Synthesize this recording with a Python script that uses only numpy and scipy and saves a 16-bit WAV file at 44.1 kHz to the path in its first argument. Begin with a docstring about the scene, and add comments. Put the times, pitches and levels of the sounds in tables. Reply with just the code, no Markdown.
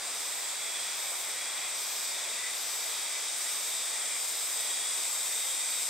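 """The rush of river rapids and a hillside of cicadas sound together throughout, at a slowly turning microphone pair.
The rapids are noise in four bands that surge independently, standing for countless bubbles.
Each cicada is a train of tymbal clicks and rasps ringing a resonant abdomen: two sizzle without pause,
four sing in overlapping phrases, and a distant crowd merges into a shimmer. The trees scatter all of them."""
import sys
import numpy as np
from scipy import signal
from scipy.fft import rfft, irfft
from scipy.io import wavfile
from scipy.ndimage import uniform_filter1d, map_coordinates

SR = 44100
rng = np.random.default_rng(int(sys.argv[2]) if len(sys.argv) > 2 else 0)


def digitize_waveform(pressure):
    """Quantize a signal to 16-bit integers and store it at the path in sys.argv[1].

    Rows of a 2-D input are taken as channels; values are limited to [-1, 1].
    """
    field = np.atleast_2d(pressure).T
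    bounded = np.clip(field, -1, 1)
    quanta = np.round(bounded * 32767).astype(np.int16)
    wavfile.write(sys.argv[1], SR, quanta)


N = 259749
TIME = np.arange(N) / SR
FREQ = np.fft.rfftfreq(N, 1 / SR) + 1e-6  # the offset avoids dividing by zero


def undb(db):
    """Level to amplitude: 20 dB is a factor of ten."""
    return 10 ** (np.asarray(db) / 20)


def unit(x):
    """Normalisation by mean power: scale to rms 1."""
    return x / np.sqrt(np.mean(x ** 2))


def ease(start, length):
    """Raised-sine transition: a smooth move from 0 to 1, with times in seconds."""
    return np.sin(np.pi / 2 * np.clip((TIME - start) / length, 0, 1)) ** 2


def walk(rate):
    """Low-pass random fluctuation: levels held 1 / rate s, then averaged twice; spread near 1."""
    hold = max(int(SR / rate), 1)
    held = rng.standard_normal(4096)[np.arange(N) // hold % 4096]
    smoothed = uniform_filter1d(uniform_filter1d(held, hold), hold)
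    return 1.3 * smoothed


def colour(x, points):
    """Spectral shaping: gain follows (frequency [Hz], level [dB]) points along log frequency."""
    hz, db = np.transpose(points)
    gain = undb(np.interp(np.log(FREQ), np.log(hz), db))
    return irfft(rfft(x) * gain, N)


def resonate(x, modes):
    """Modal resonance: powers of steep-sided (centre [Hz], width [Hz], level [dB]) modes add."""
    power = 0
    for hz, width, db in modes:
        detuning = (FREQ / hz - hz / FREQ) * hz / width
        power = power + undb(db) ** 2 / (1 + detuning ** 2) ** 2
    return unit(irfft(rfft(x) * np.sqrt(power), N))


COHERENCE_HZ = 5740  # likeness of the two microphones halves here and falls off above


def surround(pair, ceiling):
    """Diffuse-field coherence: two unrelated sounds become alike in the bass, unlike in the treble."""
    likeness = np.clip(ceiling, 0, 1) / (1 + (FREQ / COHERENCE_HZ) ** 4.0)
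    mid, side = irfft(rfft(pair) * np.sqrt([1 + likeness, 1 - likeness]), N)
    return np.array([mid + side, mid - side])


def woods(x, t60, count=36):
    """Multiple scattering: trunks and leaves return a dense, decaying echo cloud that keeps changing."""
    hop = N // count + 1
    age = TIME[:SR // 3]
    fade = np.sin(np.pi * np.arange(2 * hop) / (2 * hop))
    decay = np.exp(-np.log(1000) * age / t60)  # falls at 60 dB per t60 seconds
    padded = np.pad(x, (hop, 2 * hop))
    pair = np.zeros((2, N + 3 * hop + len(age)))
    # overlapping stretches of song, each with freshly drawn echoes
    for start in range(0, N + hop, hop):
        echoes = rng.standard_normal((2, len(age))) * decay / np.linalg.norm(decay)
        stretch = fade * padded[start:start + 2 * hop]
        cloud = signal.fftconvolve(stretch[None], echoes, axes=1)
        pair[:, start:start + cloud.shape[1]] += cloud
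    return surround(pair[:, hop:hop + N], ceiling=0.99)


# as the pair turns, the cicadas shift left: left lead [samples] and left minus right [dB], added to each
SHIFT_S, LEAD_BEFORE, LEAD_AFTER, PAN_BEFORE_DB, PAN_AFTER_DB = 2.5, -0.15, 0.78, -.3, .55


def place(x, direct, lead, pan_db, t60):
    """Direct and scattered power: one share arrives straight with a time difference, the rest via trees."""
    share = np.clip(direct, 0, 1)
    sides = np.array([[1], [-1]]) / 2  # left, right
    shift = ease(0, SHIFT_S)
    lead = lead + LEAD_BEFORE + (LEAD_AFTER - LEAD_BEFORE) * shift
    pan_db = pan_db + PAN_BEFORE_DB + (PAN_AFTER_DB - PAN_BEFORE_DB) * shift
    read_at = np.arange(N) + sides * lead
    straight = np.array([map_coordinates(x, [at], order=3, mode="nearest") for at in read_at])
    scattered = woods(x, t60)
    return (np.sqrt(share) * straight + np.sqrt(1 - share) * scattered) * undb(sides * pan_db)


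def tymbal(hz, waver, jitter, rasp, click_db=0.5):
    """Buckling ribs: once a cycle an uneven click, then a decaying rasp; jitter is in cycles."""
    cycles = np.cumsum(hz * (1 + waver * walk(9))) / SR
    chance = rng.standard_normal((4000, 2))[:int(cycles[-1])]
    click_cycles = np.arange(len(chance)) + jitter * chance[:, 0]
    at = np.interp(click_cycles, cycles, np.arange(N))
    # short sinc pulses put the clicks between samples
    taps = at.astype(int)[:, None] + np.arange(-5, 7)
    shapes = np.sinc(taps - at[:, None]) * undb(click_db * chance[:, 1:])
    clicks = np.bincount(np.clip(taps, 0, N - 1).ravel(), shapes.ravel(), N)
    snaps = rng.standard_normal(N) * np.exp(-(cycles % 1) / 0.37)
    return unit(clicks) + rasp * unit(snaps)


def phrases(rows, attack_s, swell_db, release_s, rest_db):
    """Amplitude envelope: quick rise, swell from 2 * swell_db to swell_db below reference, decay, idling."""
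    power = undb(rest_db) ** 2
    for start, length, db in rows:
        age = TIME - start
        swell = undb(db - swell_db * (2 - np.clip(age / length, 0, 1)))
        release = np.exp(-np.maximum(age - length, 0) / release_s)
        power = power + (ease(start, attack_s) * swell * release) ** 2
    return np.sqrt(power)


# spectrum of the rushing rapids: (frequency [Hz], relative level [dB])
RAPIDS_SPECTRUM = [(25, -19.5), (110, -20.5), (200, -15.5), (300, -9.5), (450, -4), (650, 0), (1250, 0),
                   (1650, -2), (2900, -6.5), (6000, -5), (10500, -19), (16000, -23)]
# the rapids' level at first, and their steady fade as the pair turns away
RIVER_DB, RIVER_FADE_DB_PER_S = -43, 0.19


def river(count=4):
    """Incoherent bubble noise: many sources merge into a rush whose frequency bands surge independently."""
    rush = 0
    for hz in np.geomspace(150, 9600, count):
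        octaves = np.log2(np.clip(FREQ, 150, 9600) / hz)
        band = np.cos(np.pi / 2 * np.clip(octaves / 2, -1, 1))
        noise = irfft(rfft(rng.standard_normal((2, N))) * band, N)
        rush = rush + noise * undb(.55 * walk(9))
    # the faint rumble below the rush differs between the microphones
    likeness = 0.92 * (1 - 0.94 / (1 + (FREQ / 235) ** 2))
    water = unit(surround(colour(rush, RAPIDS_SPECTRUM), likeness))
    # the body of the rush lies to the left
    left_db = 3.3 * likeness / (1 + (FREQ / 1200) ** 2)
    panned = irfft(rfft(water) * undb(np.array([left_db, -left_db]) / 2), N)
    return panned * undb(RIVER_DB - RIVER_FADE_DB_PER_S * TIME)


# combined resonances of the distant cicadas: (centre [Hz], width [Hz], relative level [dB])
CROWD_RESONANCES = [(2330, 750, -5), (3370, 810, -5.5), (3857, 480, -2), (4686, 580, -4), (5200, 810, -3.3),
                    (5910, 1470, -3.5), (6900, 1100, -8.5)]
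# level at first, its gain as the pair turns towards the hillside, and how long that takes
CROWD_DB, CROWD_GAIN_DB, CROWD_RISE_S = -44.5, 3, 3.4


def crowd(count=5):
    """Superposition: distant cicadas, each with its own click rate and swells, merge into a shimmer."""
    voices = 0
    for hz in np.linspace(205, 275, count):
        voice = tymbal(hz=hz, waver=.014, jitter=.02, rasp=1.17)
        voices = voices + voice * undb(1.56 * walk(4.04))
    facing = ease(0, CROWD_RISE_S)
    song = resonate(voices, CROWD_RESONANCES) * undb(CROWD_DB + CROWD_GAIN_DB * facing)
    return place(song, direct=0.34 + 0.18 * facing, lead=-0.71, pan_db=0.3, t60=1.03)


# abdomen resonances of the small cicadas: (centre [Hz], width [Hz], relative level [dB])
SIZZLE_RESONANCES = [(7580, 1330, -2), (8240, 890, 0.5), (8740, 960, -4.5), (9500, 800, -19.5),
                     (12940, 5000, -16.5)]
# the turn towards their trees; level before it, and gain once facing them
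TURN_START_S, TURN_LENGTH_S = 1.53, 3.84
SIZZLE_DB, SIZZLE_GAIN_DB = -39.5, 4.5


def sizzlers():
    """Neighbouring click rates: two small cicadas hold a fast, high sizzle without pause."""
    voices = sum(tymbal(hz=hz, waver=.006, jitter=0.025, rasp=2.1) for hz in (446.5, 452))
    # louder and more direct as the pair turns towards them
    facing = ease(TURN_START_S, TURN_LENGTH_S)
    song = resonate(voices, SIZZLE_RESONANCES) * undb(SIZZLE_DB + SIZZLE_GAIN_DB * facing)
    return place(song, direct=0.34 + 0.25 * facing, lead=.15, pan_db=0.7, t60=0.67)


# phrases of the near cicada, swelling from 2 * swell_db to swell_db below the reference:
# (start [s], length [s], reference level [dB])
NEAR_PHRASES = [(0.07, 0.29, -46), (0.88, 0.31, -44), (1.69, .35, -42.5), (2.47, 0.43, -43.5),
                (3.3, .39, -42.5), (4.11, 0.47, -42), (4.89, 0.59, -43), (5.62, 0.39, -43)]
# its abdomen resonances: (centre [Hz], width [Hz], relative level [dB])
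NEAR_RESONANCES = [(3620, 740, -1.5), (4960, 630, 0), (6100, 1100, -3), (7500, 1000, -8.5),
                   (11300, 1400, -5), (12370, 500, 3), (13700, 1600, -3), (15200, 1800, -11)]


def near_singer():
    """Effort-driven rate: a bright cicada pumps its abdomen and clicks faster as each phrase swells."""
    loudness = phrases(NEAR_PHRASES, attack_s=.11, swell_db=2.0, release_s=.12, rest_db=-58)
    effort = loudness / loudness.max()
    rate_hz = 226 * (1 + .025 * effort)
    clicks = tymbal(hz=rate_hz, waver=.008, jitter=0.014, rasp=2.1, click_db=3.0)
    song = resonate(clicks, NEAR_RESONANCES)
    return place(song * loudness, direct=0.3, lead=-1.0, pan_db=-1.5, t60=0.14)


# phrases of the buzzing cicada, swelling from 2 * swell_db to swell_db below the reference:
# (start [s], length [s], reference level [dB])
BUZZ_PHRASES = [(0.38, 0.51, -47.5), (1.25, 0.41, -50.5), (2.05, 0.34, -52), (2.85, .38, -50),
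                (3.7, .48, -49), (4.54, 0.39, -45), (5.33, 0.34, -50.5)]
# its abdomen resonances: (centre [Hz], width [Hz], relative level [dB])
BUZZ_RESONANCES = [(3362, 244, 2.5), (4810, 210, -2)]


def buzzer():
    """Narrow resonance: regular clicks ring two slim modes into a steady buzz."""
    song = resonate(tymbal(hz=228.7, waver=.005, jitter=0.011, rasp=0.84), BUZZ_RESONANCES)
    loudness = phrases(BUZZ_PHRASES, attack_s=0.054, swell_db=1.0, release_s=0.055, rest_db=-55.5)
    return place(song * loudness, direct=0.69, lead=-1.3, pan_db=-.1, t60=0.11)


# phrases of the far cicada, swelling from 2 * swell_db to swell_db below the reference:
# (start [s], length [s], reference level [dB])
FAR_PHRASES = [(0.55, .35, -45), (1.18, 0.49, -44.5), (2.06, 0.43, -42.5), (2.92, 0.34, -45),
               (3.8, 0.37, -44.5), (4.55, 0.35, -46.5), (5.25, 0.44, -56)]
# its lowest abdomen resonances: (centre [Hz], width [Hz], relative level [dB])
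FAR_RESONANCES = [(2028, 420, 1), (2386, 430, -0.5), (3500, 510, -3.5)]


def far_singer():
    """Treble loss with distance: a cicada in the gaps is dulled to its lowest resonances."""
    song = resonate(tymbal(hz=228.6, waver=.012, jitter=0.025, rasp=1.26), FAR_RESONANCES)
    loudness = phrases(FAR_PHRASES, attack_s=0.081, swell_db=3.4, release_s=0.04, rest_db=-50.5)
    return place(song * loudness, direct=0.67, lead=-2.2, pan_db=0, t60=0.24)


# phrases of the whining cicada, swelling from 2 * swell_db to swell_db below the reference:
# (start [s], length [s], reference level [dB])
WHINE_PHRASES = [(1.5, .2, -59), (1.9, .66, -48), (2.88, 0.41, -47), (3.44, .5, -47), (4.53, 0.31, -47.5),
                 (5.12, 0.66, -43.5)]
# its abdomen resonances: (centre [Hz], width [Hz], relative level [dB])
WHINE_RESONANCES = [(3680, 140, -3), (4650, 360, -22)]
# its click rate climbs from low to high, fastest at the middle; CLIMB_S is the time constant
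WHINE_LOW_HZ, WHINE_HIGH_HZ, CLIMB_MIDDLE_S, CLIMB_S = 238.5, 249.7, 3.4, .5


def whiner():
    """Selective resonance: nearly one partial sounds, creeping up across the abdomen's main mode."""
    climb = (1 + np.tanh((TIME - CLIMB_MIDDLE_S) / CLIMB_S)) / 2
    rate_hz = WHINE_LOW_HZ + (WHINE_HIGH_HZ - WHINE_LOW_HZ) * climb
    song = resonate(tymbal(hz=rate_hz, waver=.006, jitter=0.014, rasp=1.0), WHINE_RESONANCES)
    loudness = phrases(WHINE_PHRASES, attack_s=0.043, swell_db=1.5, release_s=0.086, rest_db=-53.5)
    return place(song * loudness, direct=0.92, lead=-1, pan_db=-0.5, t60=0.1)


def scene():
    """Linear superposition: river and cicadas add."""
    return river() + crowd() + sizzlers() + near_singer() + buzzer() + far_singer() + whiner()


TOP_HZ = 15720  # upper edge of the pass band


def record(dry):
    """Band limiting: a steep elliptic low-pass cuts the top."""
    low_pass = signal.ellip(12, .1, 80, TOP_HZ, fs=SR, output="sos")  # order, ripple [dB], stop band [dB]
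    return signal.sosfilt(low_pass, dry)


dry = scene()
out = record(dry)
digitize_waveform(out)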